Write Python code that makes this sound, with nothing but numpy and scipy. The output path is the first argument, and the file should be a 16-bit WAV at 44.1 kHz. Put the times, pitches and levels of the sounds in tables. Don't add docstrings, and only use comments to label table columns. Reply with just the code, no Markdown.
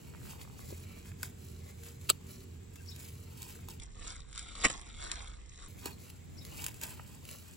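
import sys
import numpy as np
from scipy import signal
from scipy.fft import rfft, irfft, next_fast_len
from scipy.io import wavfile
from scipy.ndimage import uniform_filter1d

SR = 44100
rng = np.random.default_rng(int(sys.argv[2]) if len(sys.argv) > 2 else 0)


def unload_audio(sound):
    columns = np.transpose(np.atleast_2d(sound))
    steps = np.round(np.clip(columns, -1, 1) * 32767)
    wavfile.write(sys.argv[1], SR, steps.astype(np.int16))


N = 333611
TIME = np.arange(N) / SR
CLOSE_FROM_S, CLOSE_TO_S = 3.797, 5.68
IS_CLOSE = uniform_filter1d(1. * ((TIME > CLOSE_FROM_S) & (TIME < CLOSE_TO_S)), size=128)


# peak time, rise and fall in seconds, scrape level in dB,
# blade offset in dB.
STROKES = [(.09, 0.36, 0.25, -65, -4), (0.317, 0.09, 0.04985, -53, -1),
           (0.418, 0.031, 0.03504, -54.5, -0.5), (.68, 0.0916, 0.13, -54.5, -6),
           (.95, 0.407, 0.285, -66.5, 6.5), (1.09, 0.077, 0.019, -58.5, -1),
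           (1.245, 0.031, 0.033, -48.5, -2.5), (1.44, 0.07165, 0.156, -61, -8),
           (1.67, 0.15, 0.118, -63, 1.5), (1.866, 0.051, 0.058, -53, -4.5), (2.11, 0.061, 0.032, -53.5, -4),
           (2.31, 0.0565, 0.1176, -56.5, -3), (3.0, 0.15, 0.1863, -55.5, -5.5),
           (3.425, 0.025, 0.04717, -53, -18), (3.51, 0.186, 0.091, -54, -5),
           (3.7, 0.01087, 0.03592, -52, -4), (3.823, 0.0072, 0.01882, -51.5, -2.5),
           (4.09, 0.075, 0.07, -48.5, -2.5), (4.389, 0.041, 0.07, -49, -4.5),
           (4.49, 0.0406, 0.0357, -59.5, 3), (4.67, 0.1044, 0.091, -45, 0.5), (5.03, 0.041, 0.136, -51, 1),
           (5.15, 0.29, 0.15, -55.5, 4.5), (5.63, 0.087, 0.1106, -57, -2), (5.79, 0.029, 0.088, -60.5, -2),
           (5.875, 0.046, 0.032, -50, 1.5), (6.051, 0.082, 0.08452, -57, -2.5),
           (6.47, 0.01265, 0.075, -59, 2), (6.63, 0.13, 0.112, -50.5, -2), (6.831, 0.013, 0.033, -45, 2.5),
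           (6.91, 0.053, 0.077, -52, -0.5), (7.1, 0.083, 0.2242, -61.5, -1),
           (7.31, 0.04502, 0.12, -51.5, -6), (7.48, 0.041, 0.072, -57.5, -1)]

def rubbing(rest_db=-74, rest_blade_db=4.5, blade_gain_db=5.2, split_hz=2400, shape=1.114):
    t = TIME[::32]
    hair_power, blade_power = undb(rest_db) ** 2, undb(rest_db + rest_blade_db) ** 2
    for s, rise_s, fall_s, db, blade_db in STROKES:
        from_peak = np.maximum((s - t) / rise_s, (t - s) / fall_s)
        power = undb(db) ** 2 * np.exp(-2 * np.minimum(from_peak, 10) ** shape)
        hair_power += power
        blade_power += power * undb(blade_db) ** 2
    hairs = np.interp(TIME, t, np.sqrt(hair_power)) * butter(friction(), split_hz, "high")
    blade = np.interp(TIME, t, np.sqrt(blade_power)) * butter(friction(), split_hz, "low")
    return undb(3.5 + 0.8 * walk(30)) * (hairs + undb(blade_gain_db) * blade)


def friction(hiss_db=-7, spurt_db=2.5, crinkle_db=-10, close_boost_db=6.5):
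    slips = undb(-2.5 + spurt_db * walk(80)) * grains(N, per_s=2800, spread_db=2)
    folds = undb(crinkle_db + close_boost_db * IS_CLOSE) * crinkles()
    return slips + folds + undb(hiss_db) * rng.standard_normal(N)


def crinkles(count=1500, low_hz=900, high_hz=11000, decay_cycles=1.85, spread_db=3):
    when, pitch, size = rng.random((count, 3)).T[:, :, None]
    hz = low_hz * (high_hz / low_hz) ** pitch
    steps = np.arange(256)
    cycles = hz * steps / SR
    strength = hz * undb(-spread_db * np.log(size + .02))
    pops = strength * np.sin(2 * np.pi * cycles) * np.exp(-cycles / decay_cycles)
    positions = (when * N).astype(int) + steps
    return unit(np.bincount(positions.ravel(), pops.ravel(), N)[:N])


# start
# in seconds, level in dB, thud offset in dB, decay in seconds.
CRACKLES = [(.413, -48.5, 2, 0.0049), (1.2306, -23, -29, 0.00093), (1.834, -49, 0.5, 0.0039),
            (2.012, -53, -9, 0.008), (2.757, -49.5, -2, 0.0069), (2.9625, -40, 2, 0.00045),
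            (3.42, -35.5, -26, 0.001146), (3.429, -36, -23.5, 0.001518), (3.686, -38, -18.5, 0.002063),
            (3.7986, -37.5, -34, 0.0022), (4.2035, -45, 0, 0.0013), (4.3286, -36.5, -18.5, 0.00103),
            (4.3507, -38.5, -9, 0.000961), (4.3584, -36.5, -14, 0.001893), (4.377, -30.5, -22.5, 0.002087),
            (4.393, -29, -23, 0.0011), (4.553, -38, -12, 0.0039), (4.6149, -36.5, -5, .002),
            (4.6993, -33.5, 8.5, 0.0025), (4.889, -49.5, 8, 0.001777), (5.016, -41, -11.5, 0.0033),
            (5.0248, -37.5, -3, .0015), (5.041, -47, -2, 0.00089), (5.1153, -21.5, -36, 0.0018),
            (5.1565, -34.5, -7, 0.0012), (5.205, -51, 11, 0.001103), (5.857, -30.5, -6, 0.003),
            (5.869, -41, 0, 0.00298), (6.1, -45.5, -24.5, 0.003737), (6.451, -37, -5.5, 0.000668),
            (6.621, -35, -6, 0.00114), (6.641, -30.5, -13.5, 0.003133), (6.6645, -21.5, -13, 0.00062),
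            (6.6828, -39, -4.5, 0.0038), (6.7432, -39.5, -13, 0.00061), (6.8139, -35, -14, 0.0022),
            (6.826, -47, -8, 0.00205), (6.834, -31.5, -17, 0.004), (7.2525, -39.5, -12, 0.0008),
            (7.29, -39, -4, 0.0015)]

def crackles(thud_gain_db=5, split_hz=2400, snap_db=-3, snap_s=.002, shiver_db=-20, shiver_s=.015):
    out, t = np.zeros(N), TIME[:SR // 10]
    for s, db, thud_db, decay_s in CRACKLES:
        envelope = np.exp(-t / decay_s) + undb(shiver_db) * np.exp(-t / shiver_s)
        burst = grains(len(t), per_s=11000, spread_db=0.5) * envelope
        burst[0] = undb(snap_db) * np.exp(-decay_s / snap_s) * np.linalg.norm(burst)
        burst *= np.linalg.norm(envelope) / np.linalg.norm(burst)
        crack, thud = butter(burst, split_hz, "high"), butter(burst, split_hz, "low")
        add(out, s, undb(db) * (crack - undb(thud_db + thud_gain_db) * thud))
    return out


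# peak time in seconds, level in dB, rise and fall in seconds,
# ring pitch in Hz, ring offset in dB.
CUT_STAGES = [(2.0947, -21, 0.0016, 0.0039, 1290, -5.5), (2.1002, -8.5, 0.00005, 0.00078, 7800, -3),
              (2.1015, -25, .0002, 0.0048, 3530, -6), (4.645, -20.5, 0.005, 0.0067, 2300, -2),
              (4.652, -15.5, 0.002, 0.0048, 2150, -1), (4.667, -29.5, 0.00282, 0.0023, 2020, -11.5)]

def cuts(q=5):
    out, t = np.zeros(N), TIME[:SR // 10] - 1 / 20
    for s, db, rise_s, fall_s, hz, ring_db in CUT_STAGES:
        envelope = np.exp(-np.maximum(-t / rise_s, t / fall_s))
        fibres = grains(len(t), per_s=24000, spread_db=4) * envelope
        crunch = unit(fibres) + undb(ring_db) * unit(ring(fibres, hz, q))
        crunch *= np.linalg.norm(envelope) / np.linalg.norm(crunch)
        add(out, s + t[0], undb(db) * crunch)
    return out


# start
# in seconds, level in dB, pitch in Hz.
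KNOCKS = [(0.704, -46, 594), (0.725, -39, 388.5), (1.055, -52.5, 1400), (1.1165, -48, 1467),
          (1.231, -33, 1380), (2.095, -31, 1000), (2.102, -28.5, 410), (3.036, -52, 1399),
          (3.555, -46.5, 988.4), (3.589, -50.5, 1110), (3.685, -43, 970), (4.651, -28, 497),
          (4.66, -34, 290), (5.858, -31.5, 575), (6.834, -41.5, 900), (6.995, -39.5, 1060)]

def knocks(gain_db=-6, push_s=0.0027, q=.9, hollow_db=-2, decay_cycles=1.4):
    out, t = np.zeros(N), TIME[:SR // 20]
    for s, db, hz in KNOCKS:
        push = rng.standard_normal(len(t)) * np.exp(-t / push_s)
        scuff = butter(ring(push, hz, q), 2 * hz, "low", order=4)
        scuff /= np.abs(scuff).max()
        hollow = np.sin(2 * np.pi * hz * t) * np.exp(-hz * t / decay_cycles)
        add(out, s, 2 * undb(db + gain_db) * (scuff + undb(hollow_db) * hollow))
    return out


# start in seconds, level in dB.
CREAK_TICKS = [(0.084, -49), (0.1379, -46), (0.1485, -43), (.177, -51), (.197, -53), (.2162, -48),
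               (0.2303, -51), (0.2535, -45), (0.2694, -46), (.294, -51), (.334, -44), (0.4503, -46.5),
               (0.4759, -47), (0.499, -49), (.593, -44)]

def creak(centre_hz=1200, decay_s=0.0004, pitch_spread=0.18):
    out, t = np.zeros(N), TIME[:SR // 100]
    for s, db in CREAK_TICKS:
        hz = centre_hz * np.exp(pitch_spread * rng.standard_normal())
        add(out, s, 2 * undb(db) * np.sin(2 * np.pi * hz * t) * np.exp(-t / decay_s))
    return out


# peak time and half width in seconds, pitch in Hz,
# level in dB.
SQUEAKS = [(0.161, 0.082, 2200, -69.5), (0.941, .12, 2330, -66.5), (6.524, 0.0079, 2680, -62),
           (6.585, 0.0234, 2300, -61), (6.686, 0.00484, 2370, -52)]

def squeaks(q=4):
    out, t = np.zeros(N), TIME[:SR // 5] - 1 / 10
    for s, half_s, hz, db in SQUEAKS:
        slips = grains(len(t), per_s=900, spread_db=2)
        twine = unit(ring(ring(slips, hz, q), hz, q))
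        add(out, s + t[0], undb(db) * bell(t, half_s) * twine)
    return out


# start and length in seconds, first, middle and last pitch in Hz, level in dB.
CHIRPS = [(2.768, 0.039, 2640, 2720, 2813, -57.5), (2.793, 0.043, 1670, 1560, 1550, -60),
          (3.23, 0.0992, 2210, 2020, 1987, -67), (5.917, 0.03, 4501, 4190, 3986, -54)]
CALL_NOTES = [(0, 0.016, 5600, 5600, 5500, -53), (.01, 0.0243, 3610, 5300, 4700, -45.5),
              (0.04, .024, 3450, 3900, 3150, -50)]
# start in seconds, gain in dB.
CALLS = [(2.87, 3), (6.367, -1.5)]

def birds(echo_db=-6, echo_s=0.035, right_db=-11):
    out = np.zeros(N)
    notes = [(s + delay_s, *shape, db + gain_db)
             for s, gain_db in CALLS for delay_s, *shape, db in CALL_NOTES]
    for s, length_s, *pitches_hz, db in CHIRPS + notes:
        progress = np.linspace(0, 1, int(length_s * SR))
        arch_hz = np.polyval(np.polyfit([0, .5, 1], pitches_hz, 2), progress)
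        jitter = uniform_filter1d(rng.standard_normal(len(progress)), size=48)
        whistle = np.sin(phase(arch_hz * (1 + .22 * jitter)))
        add(out, s, undb(db) * np.sin(np.pi * progress) * whistle)
    return np.array([out, undb(right_db) * out]) + undb(echo_db) * scatter(out, echo_s, count=1)


# start and end in seconds, level in dB.
PUFFS = [(0, 0.756, -53), (5.699, 7.7, -52.5)]

def breeze(low_hz=60, high_hz=130, fade_s=0.052, flutter_db=2):
    strength = sum(undb(db) * np.clip(np.minimum(TIME - start_s, end_s - TIME) / fade_s, 0, 1)
                   for start_s, end_s, db in PUFFS)
    eddies = [unit(butter(butter(noise, low_hz, "high"), high_hz, "low"))
              for noise in rng.standard_normal((2, N))]
    return strength * undb(flutter_db * walk(8.2)) * np.array(eddies)


# time in seconds, level in dB.
RUMBLE_SWELL = [(0, -48), (0.25, -47.5), (0.47, -56), (0.7, -47), (1.3, -47.5), (1.9, -48.5), (2.6, -47.5),
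                (2.9, -49), (3.7, -47), (4.7, -50), (5.15, -47), (5.45, -50.5), (5.9, -51), (6.4, -55.5),
                (6.7, -50.5), (7.1, -54), (7.33, -56), (7.56, -57)]
# frequency in Hz, relative level in dB.
RUMBLE_WIDE = [(15, -49), (25, -15), (33, -1), (54, -9.5), (68, -2.5), (86, -0.5), (169, -8), (194, -10),
               (226, -8.5), (299, -17.5), (374, -17.5), (470, -18.5), (540, -37.5), (700, -43), (910, -45),
               (1540, -120)]
RUMBLE_CLOSE = [(12, -36), (20, -9), (49, -3.5), (125, -21), (230, -28.5), (296, -33), (400, -37),
                (520, -35.5), (880, -120)]

def rumble(spectrum, gain_db, side_db, upper_side_db, upper_hz):
    mid, side = (colour(noise, spectrum) for noise in rng.standard_normal((2, N)))
    side = undb(side_db) * side + undb(upper_side_db) * butter(side, upper_hz, "high")
    swell_db = np.interp(TIME, *np.transpose(RUMBLE_SWELL))
    return undb(swell_db + gain_db) * np.array([undb(-2.2) * mid + side, mid - side])


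# multiple of the pitch, level in dB.
ENGINE_PARTIALS = [(1, -55.5), (1.5, -63), (2, -66)]

def engine(hz=85, waver=0.03066):
    angle = phase(hz * (1 + waver * walk(14)))
    swell_db = np.interp(TIME, [0, .8, 3.2, 5.8, 7.5], [-9, 2.5, 2.5, -0.5, -4.5])
    hum = sum(undb(db + swell_db + 2 * walk(9)) * np.sqrt(2) * np.sin(multiple * angle)
              for multiple, db in ENGINE_PARTIALS)
    return np.array([undb(-2) * hum, hum])


# peak time and half width in seconds, pitch in Hz, level in dB.
FAR_TONES = [(1.528, 0.091, 383, -62.5), (1.876, 0.052, 463, -60), (2.352, 0.11, 383.5, -59.5)]

def far_tones(waver=0.01216):
    angle_per_hz = phase(1 + waver * walk(20))
    return sum(undb(db) * bell(TIME - s, half_s) * np.sin(hz * angle_per_hz)
               for s, half_s, hz, db in FAR_TONES)


# frequency in Hz, relative level in dB.
AIR_SPECTRUM = [(300, 7), (600, 10), (1000, 9), (2200, 7.5), (3600, 6.5), (5500, 1.5), (6800, 6),
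                (7700, 15.5), (9000, -18), (16000, -6)]

def air(db=-64.5):
    level = undb(db + 0.36 * walk(3.6))
    return level * np.array([colour(noise, AIR_SPECTRUM) for noise in rng.standard_normal((2, N))])


def scatter(x, decay_s, count=4):
    t = TIME[:int(6 * decay_s * SR)]
    out = np.zeros((2, N))
    shares = np.array([walk(9) for _ in range(count)])
    for share in shares / np.linalg.norm(shares, axis=0):
        echoes = rng.standard_normal((2, len(t))) * np.exp(-t / decay_s)
        out += share * np.array([signal.oaconvolve(x, e / np.linalg.norm(e))[:N] for e in echoes])
    return out


# frequency in Hz, left lead in radians.
PORTS_WIDE = [(0, 0), (400, -.9), (1000, -5.2), (3000, -5.7), (4500, -6.5), (6900, -6.3), (16000, -19.4)]
PORTS_CLOSE = [(0, 0), (250, -.4), (700, -3.6), (1400, -5), (2100, -7), (3200, -5.5), (4450, -9.4),
               (10000, -25.4)]

def ports(x, phases, scatter_db, scatter_hz, scatter_s):
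    size = next_fast_len(N + 2048)
    lead_rad = np.interp(np.fft.rfftfreq(size, 1 / SR), *np.transpose(phases))
    left = irfft(rfft(x, size) * np.exp(1j * lead_rad), size)[:N]
    return np.array([left, x]) + undb(scatter_db) * butter(scatter(x, scatter_s), scatter_hz, "low")


def grains(count, per_s, spread_db):
    happens = rng.random(count) < per_s / SR
    sizes = undb(spread_db * np.minimum(rng.exponential(size=count), 5))
    return unit(happens * sizes * rng.choice([-1, 1], count) + 1e-9)


def walk(per_s):
    return unit(np.interp(TIME * per_s, np.arange(4096), rng.standard_normal(4096)))


def colour(x, points, size=8192):
    hz, db = np.transpose(points)
    bins_hz = np.maximum(np.fft.rfftfreq(size, 1 / SR), 1)
    cepstrum = irfft(np.log(undb(np.interp(np.log(bins_hz), np.log(hz), db))))
    cepstrum[1:size // 2] *= 2
    cepstrum[size // 2 + 1:] = 0
    response = irfft(np.exp(rfft(cepstrum)))
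    return signal.fftconvolve(x, response / np.linalg.norm(response))[:N]


def ring(x, hz, q):
    return signal.lfilter(*signal.iirpeak(hz, q, fs=SR), x) * np.sqrt(SR * q / (np.pi * hz))


def butter(x, hz, kind, order=2):
    return signal.sosfilt(signal.butter(order, hz, kind, fs=SR, output="sos"), x)


def cut_top(x, hz):
    return signal.sosfilt(signal.ellip(10, .2, 80, hz, fs=SR, output="sos"), x)


def bell(t, half_s):
    return np.exp(-(t / half_s) ** 2 / 2)


def phase(hz):
    return 2 * np.pi * np.cumsum(hz) / SR


def undb(db):
    return 10 ** (np.asarray(db) / 20)


def unit(x):
    return x / np.sqrt(np.mean(x ** 2))


def add(track, s, sound):
    start = max(int(s * SR), 0)
    track[start:start + len(sound)] += sound[:N - start]


# frequency in Hz, relative gain in dB.
LEAF_WIDE = [(150, -2.5), (400, 2), (700, 3.5), (1300, -4), (1800, -4), (2400, 1.5), (3500, -1.5),
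             (4600, 1), (5700, -1), (7600, 5), (10000, 2.5), (13000, 3.5), (16000, 1.5)]
LEAF_CLOSE = [(150, -0.5), (400, -1), (700, -2.5), (1300, .5), (1750, -4), (2150, 0.5), (2800, -4),
              (3700, 7.5), (4500, 2.5), (5400, 2.5), (7500, 6.5), (9500, 2.5)]
STEM_WIDE = [(100, -11), (330, 2), (700, -24), (1250, 5), (1900, -6.5), (2700, 6), (3500, 4.5), (4600, 7.5),
             (5700, -8.5), (8000, 10), (10000, 0.5), (16000, 2.5)]
STEM_CLOSE = [(130, 5), (220, -18), (450, -0.5), (650, 3.5), (900, -2), (1250, 5), (1600, -1), (2250, 0.5),
              (3000, -6), (5000, -0.5), (7500, 6), (9500, -0.5)]

def scene():
    leaves = rubbing() + crackles()
    stems = cuts()
    stalks = knocks() + creak() + squeaks()
    work_wide = colour(leaves, LEAF_WIDE) + colour(stems, STEM_WIDE) + stalks
    wide = ports(work_wide, PORTS_WIDE, scatter_db=-1.5, scatter_hz=6400, scatter_s=.003)
    wide += rumble(RUMBLE_WIDE, gain_db=-2.5, side_db=-12, upper_side_db=3, upper_hz=416)
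    wide += breeze() + engine() + far_tones() + birds()
    work_close = colour(leaves, LEAF_CLOSE) + colour(stems, STEM_CLOSE) + stalks
    close = ports(work_close, PORTS_CLOSE, scatter_db=1.5, scatter_hz=3107, scatter_s=.0036)
    close += rumble(RUMBLE_CLOSE, gain_db=1, side_db=-9, upper_side_db=-0.5, upper_hz=169)
    hiss = air()
    wide = butter(wide + hiss, hz=40.574, kind="high", order=6)
    close = cut_top(close + undb(-4) * hiss, hz=9650)
    return (1 - IS_CLOSE) * wide + IS_CLOSE * close


def record(dry):
    return cut_top(dry, hz=15800)


dry = scene()
out = record(dry)
unload_audio(out)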